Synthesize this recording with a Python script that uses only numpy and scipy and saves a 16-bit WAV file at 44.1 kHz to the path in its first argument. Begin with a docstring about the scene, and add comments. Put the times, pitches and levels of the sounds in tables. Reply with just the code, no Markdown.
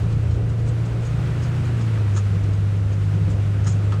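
"""Night drive on a wet road

Inside a car gathering speed, the engine's firing tone booms in the cabin, climbs slowly and drops
at an upshift. The road rumbles through the body, and the tyres hiss and swish through the water.
Something small and metal, probably keys, swings and jingles; plastic trim knocks now and then."""
import sys
import numpy as np
from scipy import signal
from scipy.fft import rfft, irfft
from scipy.io import wavfile
from scipy.ndimage import map_coordinates

SR = 44100
rng = np.random.default_rng(int(sys.argv[2]) if len(sys.argv) > 2 else 0)


def bounce(signal):
    """Save signal as a 16-bit WAV file at the path given by the first command-line argument."""
    frames = np.transpose(np.atleast_2d(signal))
    limited = np.clip(frames, -1, 1)
    pcm = np.round(limited * 32767).astype(np.int16)
    wavfile.write(sys.argv[1], SR, pcm)


N = 176400
TIME = np.arange(N) / SR


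def undb(db):
    """Decibels to gain."""
    return 10 ** (np.asarray(db) / 20)


def unit(x):
    """Scale to rms 1."""
    return x / np.sqrt(np.mean(x ** 2) + 1e-18)


def curve(rows, column=1):
    """An automation lane: one column of a table, joined by straight lines in time."""
    rows = np.array(rows)
    return np.interp(TIME, rows[:, 0], rows[:, column])


def drift(per_s):
    """Smooth random modulation at rms 1, changing about per_s times a second."""
    steps = rng.standard_normal(1024)
    return unit(map_coordinates(steps, [TIME * per_s], order=2, mode="mirror"))


def colour(x, eq):
    """Shape a sound with an EQ curve that rolls off past its ends, at rms 1."""
    hz, db = np.array(eq).T
    log_hz = np.log(np.arange(len(x) // 2 + 1) * SR / len(x) + 1e-3)
    beyond = np.maximum(np.log(hz[0]) - log_hz, 0) + np.maximum(log_hz - np.log(hz[-1]), 0)
    gain = undb(np.interp(log_hz, np.log(hz), db) - 20 * beyond)
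    return unit(irfft(rfft(x) * gain, len(x)))


def resonant_noise(hz, width_hz):
    """Noise sent twice through a resonance for steep skirts, at rms 1."""
    b, a = signal.iirpeak(hz, hz / width_hz, fs=SR)
    once = signal.lfilter(b, a, rng.standard_normal(N))
    return unit(signal.lfilter(b, a, once))


def impacts(per_s, spread_db):
    """Randomly timed tiny impacts of uneven size, at rms 1."""
    hits = rng.random(N) < per_s / SR
    size = np.minimum(rng.exponential(size=N), 4)
    sign = rng.choice([-1, 1], N)
    return unit(hits * sign * undb(spread_db * size))


def strike(modes, burst_eq, burst_db, burst_t60_s, contact_hz, ring_db=0, ring_stretch=1):
    """One blow on an object: ringing modes and a noise burst, dulled by the softness of the contact."""
    t = np.arange(SR // 4) / SR
    ring = 0
    for hz, db, t60 in modes:
        fade = 1000 ** (-t / (t60 * ring_stretch))
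        ring += undb(db) * unit(fade * np.sin(2 * np.pi * (hz * t + rng.random())))
    burst = colour(rng.standard_normal(len(t)), burst_eq) * 1000 ** (-t / burst_t60_s)
    blow = (undb(ring_db) * unit(ring) + undb(burst_db) * unit(burst)) / np.sqrt(len(t))
    softness = signal.cheby1(6, 1, contact_hz, fs=SR, output="sos")
    return signal.sosfilt(softness, blow)


def blows(cues, **material):
    """Separate strikes on one object, each with its own level and ring length."""
    out = np.zeros(N + SR)
    blow_gain = np.sqrt(0.0068 * SR)  # the energy of 6.8 ms at rms 1
    for at, db, ring_stretch in cues:
        blow = strike(ring_stretch=ring_stretch, **material)
        start = int(at * SR)
        out[start:start + len(blow)] += undb(db) * blow_gain * blow
    return out[:N]


# EQ of the body rumble (frequency [Hz], gain [dB])
RUMBLE_EQ = [(20, -26), (30, -22), (42, -8), (65, 2), (100, -2.5), (140, -0.5), (200, -5.5), (250, -16),
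             (400, -23)]
# fader ride of the rumble (time [s], level [dB])
RUMBLE_FADER = [(0, -30), (.6, -34), (1.7, -30), (2.1, -33.5), (2.5, -33), (4, -33)]
# cabin air resonances (frequency [Hz], width [Hz], relative level [dB])
CABIN_MODES = [(46.6, 14, -47), (57.7, 14, -39), (78.1, 22, -34), (145.9, 9.1, -39.5), (169.9, 10.9, -35),
               (288, 27, -50)]
# fader ride of the cabin boom (time [s], gain [dB])
BOOM_FADER = [(0, 3), (.4, 1), (.65, -2), (1.15, -0.5), (1.7, -9), (2.25, -7.5), (2.45, 6), (2.8, -4.5),
              (3.35, 3.5), (3.8, -1), (4, 1.5)]
# EQ of the road roar (frequency [Hz], gain [dB])
ROAR_EQ = [(130, -18), (230, 1), (300, 2.5), (450, 0), (620, -5.5), (850, -14.5), (1300, -25),
           (3000, -48.5)]
# fader ride of the roar (time [s], level [dB])
ROAR_FADER = [(0, -39.5), (.6, -38.5), (1.1, -37), (1.7, -37.5), (2.2, -39), (2.7, -42), (3.3, -38.5),
              (4, -39.5)]

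def road():
    """The low bed: the road shakes the body, sets the cabin air booming and roars through the floor."""
    rumble = colour(rng.standard_normal(N), RUMBLE_EQ) * undb(curve(RUMBLE_FADER))
    boom = sum(undb(db) * resonant_noise(hz, width) for hz, width, db in CABIN_MODES)
    roar_db = curve(ROAR_FADER) + 1.27 * drift(per_s=13)
    roar = undb(roar_db) * colour(rng.standard_normal(N), ROAR_EQ)
    return rumble + boom * undb(curve(BOOM_FADER)) + roar


# EQ of the tyre hiss (frequency [Hz], gain [dB])
HISS_EQ = [(350, 0), (750, -2), (1050, -2), (1400, 0.5), (1750, -5), (2600, -6), (3700, -12), (5200, -16.5),
           (6800, -18), (8400, -20), (10000, -26), (12000, -33.5), (15500, -36)]
# fader ride of the hiss (time [s], relative level [dB])
HISS_FADER = [(0.0, -43), (0.34, -45), (0.62, -44.5), (1.27, -41.5), (1.68, -41.5), (2.54, -43.5),
              (3.6, -43)]

def tyres():
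    """Hiss and fine spray from the wet road, with a faint gear whine tucked underneath."""
    water = rng.standard_normal(N) + undb(-15.5) * impacts(per_s=900, spread_db=2.5)
    hiss_db = curve(HISS_FADER) - 0.23 + 0.55 * drift(per_s=25.18)
    whine = undb(-62) * resonant_noise(hz=1950, width_hz=30)
    return colour(water, HISS_EQ) * undb(hiss_db) + whine


# EQ of the wet swish (frequency [Hz], gain [dB])
SWISH_EQ = [(400, -7.5), (650, -5.5), (1000, -0.5), (1500, 1), (2100, -4.5), (2800, -7.5), (4000, -15.5),
            (7000, -24.5)]

def wet_stretch():
    """A swish swells and fades as the tyres run through more water."""
    peak_s, width_s, peak_db = 1.62, 0.52, -45.5
    swell = np.exp(-.5 * ((TIME - peak_s) / width_s) ** 2)
    gain = swell * undb(peak_db + 0.55 * drift(per_s=25))
    return gain * colour(rng.standard_normal(N), SWISH_EQ)


# knock cues (time [s], relative level [dB], ring length [x mode t60])
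KNOCK_CUES = [(1.975, -39, .4), (2.163, -36, 1.3), (2.174, -35, .5), (3.278, -44, .7), (3.606, -48, .6),
              (3.663, -37, .5), (3.672, -33.5, .7), (3.922, -32, .6), (3.929, -37, .5), (3.939, -37.5, 1.3),
              (3.968, -44, 1.8)]
# hollow ring of the plastic (frequency [Hz], relative level [dB], t60 [s])
TRIM_MODES = [(915, -4, 0.073), (1095, -6.5, .06), (1237, 2.5, 0.13), (1340, 0.5, .12), (1510, -7.5, .04),
              (1716, -4, .06), (2660, -16.5, 0.043), (3280, -9.5, 0.027), (4210, -16, 0.046)]
# EQ of the clack (frequency [Hz], gain [dB])
CLACK_EQ = [(400, -12), (1300, 9.5), (2200, -6), (3300, -1.5), (6000, -9), (10000, -44)]

def trim():
    """Loose plastic knocks and rebounds with a hollow ring."""
    return blows(KNOCK_CUES, modes=TRIM_MODES, contact_hz=5660,
                 burst_eq=CLACK_EQ, burst_db=-7, burst_t60_s=0.082)


# jingle cues (time [s], relative level [dB], attack [s], decay [s], ring gain [dB])
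JINGLE_CUES = [(.127, -49, .008, .01, -11), (.312, -50.5, .01, .016, 1), (.496, -55, .006, .012, -2),
               (.689, -48, 0.018, .01, 3), (.859, -45.5, .006, 0.0074, -4), (1.06, -49, 0.026, 0.033, -9),
               (1.273, -53, .01, .015, -3), (1.437, -44, 0.012, .014, 1), (1.654, -53, .006, .01, -5),
               (1.814, -46.5, 0.012, 0.015, -2), (2.173, -35.5, 0.013, 0.016, -11),
               (2.357, -55, .008, .012, -2), (2.439, -51, .006, .01, -2), (2.534, -54, .01, .02, 2),
               (2.93, -49, .007, 0.013, -1), (3.303, -48.5, .008, 0.023, -4),
               (3.648, -45.5, .006, 0.012, 3), (3.675, -37.5, 0.0066, 0.023, 5),
               (3.725, -47.5, .01, 0.014, 4), (3.872, -65, .008, .012, 8)]
# hard clink cues (time [s], relative level [dB], ring length [x mode t60])
CLINK_CUES = [(3.670, -34, 1.1), (3.682, -46, 1), (3.921, -44.5, .7)]
# bright ring of the metal (frequency [Hz], relative level [dB], t60 [s])
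METAL_MODES = [(3040, -10.5, .08), (4150, -11, .08), (5130, -11, .05), (5000, -7, 0.057),
               (6150, -12.5, 0.074), (6140, -12.5, .05), (6564, -0.5, .08), (6664, 1, .14),
               (7240, -10.5, .03), (7440, -11, 0.12), (7200, -11.5, .05), (7930, -5, .08),
               (8650, -25, 0.045), (9320, -19, .08)]
# EQ of the contact scrape (frequency [Hz], gain [dB])
SCRAPE_EQ = [(1500, -12), (3200, -1), (5000, -0.5), (6700, 2.5), (8300, -4.5), (9500, -14.5), (12000, -35)]

def keys():
    """Each swing is a flurry of tiny metal contacts that builds and dies; a few land as hard clinks."""
    metal = dict(modes=METAL_MODES, burst_eq=SCRAPE_EQ, burst_t60_s=0.013, contact_hz=9500)
    ring_db = -5
    contacts = impacts(per_s=1400, spread_db=1)
    out = blows(CLINK_CUES, ring_db=ring_db, burst_db=-16, **metal)
    for at, db, attack, decay, ring_gain_db in JINGLE_CUES:
        near = np.abs(TIME - at) < .5
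        from_peak = TIME[near] - at
        swing = undb(db) * np.exp(-np.maximum(-from_peak / attack, from_peak / decay))
        tink = strike(ring_db=ring_db + ring_gain_db, burst_db=0.5, **metal)
        out[near] += signal.fftconvolve(swing * contacts[near], tink)[:len(swing)]
    return out


# pitch and fader ride of the firing tone (time [s], firing rate [Hz], relative level [dB])
FIRING_RIDE = [(0.08, 111.5, -20), (0.96, 115.7, -21), (1.65, 119.5, -21.5), (1.85, 113.1, -18),
               (2.1, 101.3, -18), (2.18, 100.5, -17), (2.29, 100.7, -18.5), (3.85, 102.2, -17.5),
               (3.92, 102.1, -18)]
# partials around the firing tone (order [cycles per crank turn])
ENGINE_ORDERS = [1, 2, 3, 5, 6, 8, 12, 17]
# mix of those partials, a row each (level before the upshift [dB], level after it [dB])
ORDER_MIX = [(-46, -61), (-45, -51), (-36, -42), (-37.5, -44), (-55.5, -41.5), (-58, -48), (-54, -62),
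             (-52.5, -63)]

def engine():
    """A clean firing tone over weaker, wavering crank orders whose mix crossfades at the upshift."""
    firings_per_turn, shift_s, crossfade_s = 4, 1.72, 0.46
    firing_phase = 2 * np.pi * np.cumsum(curve(FIRING_RIDE)) / SR
    crank_phase = firing_phase / firings_per_turn
    firing_db = curve(FIRING_RIDE, column=2) - 1 + .5 * drift(per_s=9)
    out = undb(firing_db) * np.sin(firing_phase)
    crossfade = np.clip((TIME - shift_s) / crossfade_s + .5, 0, 1)
    for order, (before, after) in zip(ENGINE_ORDERS, ORDER_MIX):
        order_db = before + (after - before) * crossfade + 6 * drift(per_s=5.97)
        phase_wobble = 2 * np.pi * rng.random() + .5 * drift(per_s=7)
        out += undb(order_db) * np.sin(order * crank_phase + phase_wobble)
    return np.sqrt(2) * out  # makes the sine levels rms


def scene():
    """The mono mix, as heard from the front seat."""
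    return (engine() + road() + tyres() + wet_stretch() + keys() + trim())[None]


def record(dry):
    """A steep high cut takes off the very top."""
    cutoff_hz = 15750
    return signal.sosfilt(signal.ellip(10, .1, 80, cutoff_hz, fs=SR, output="sos"), dry)


dry = scene()
out = record(dry)
bounce(out)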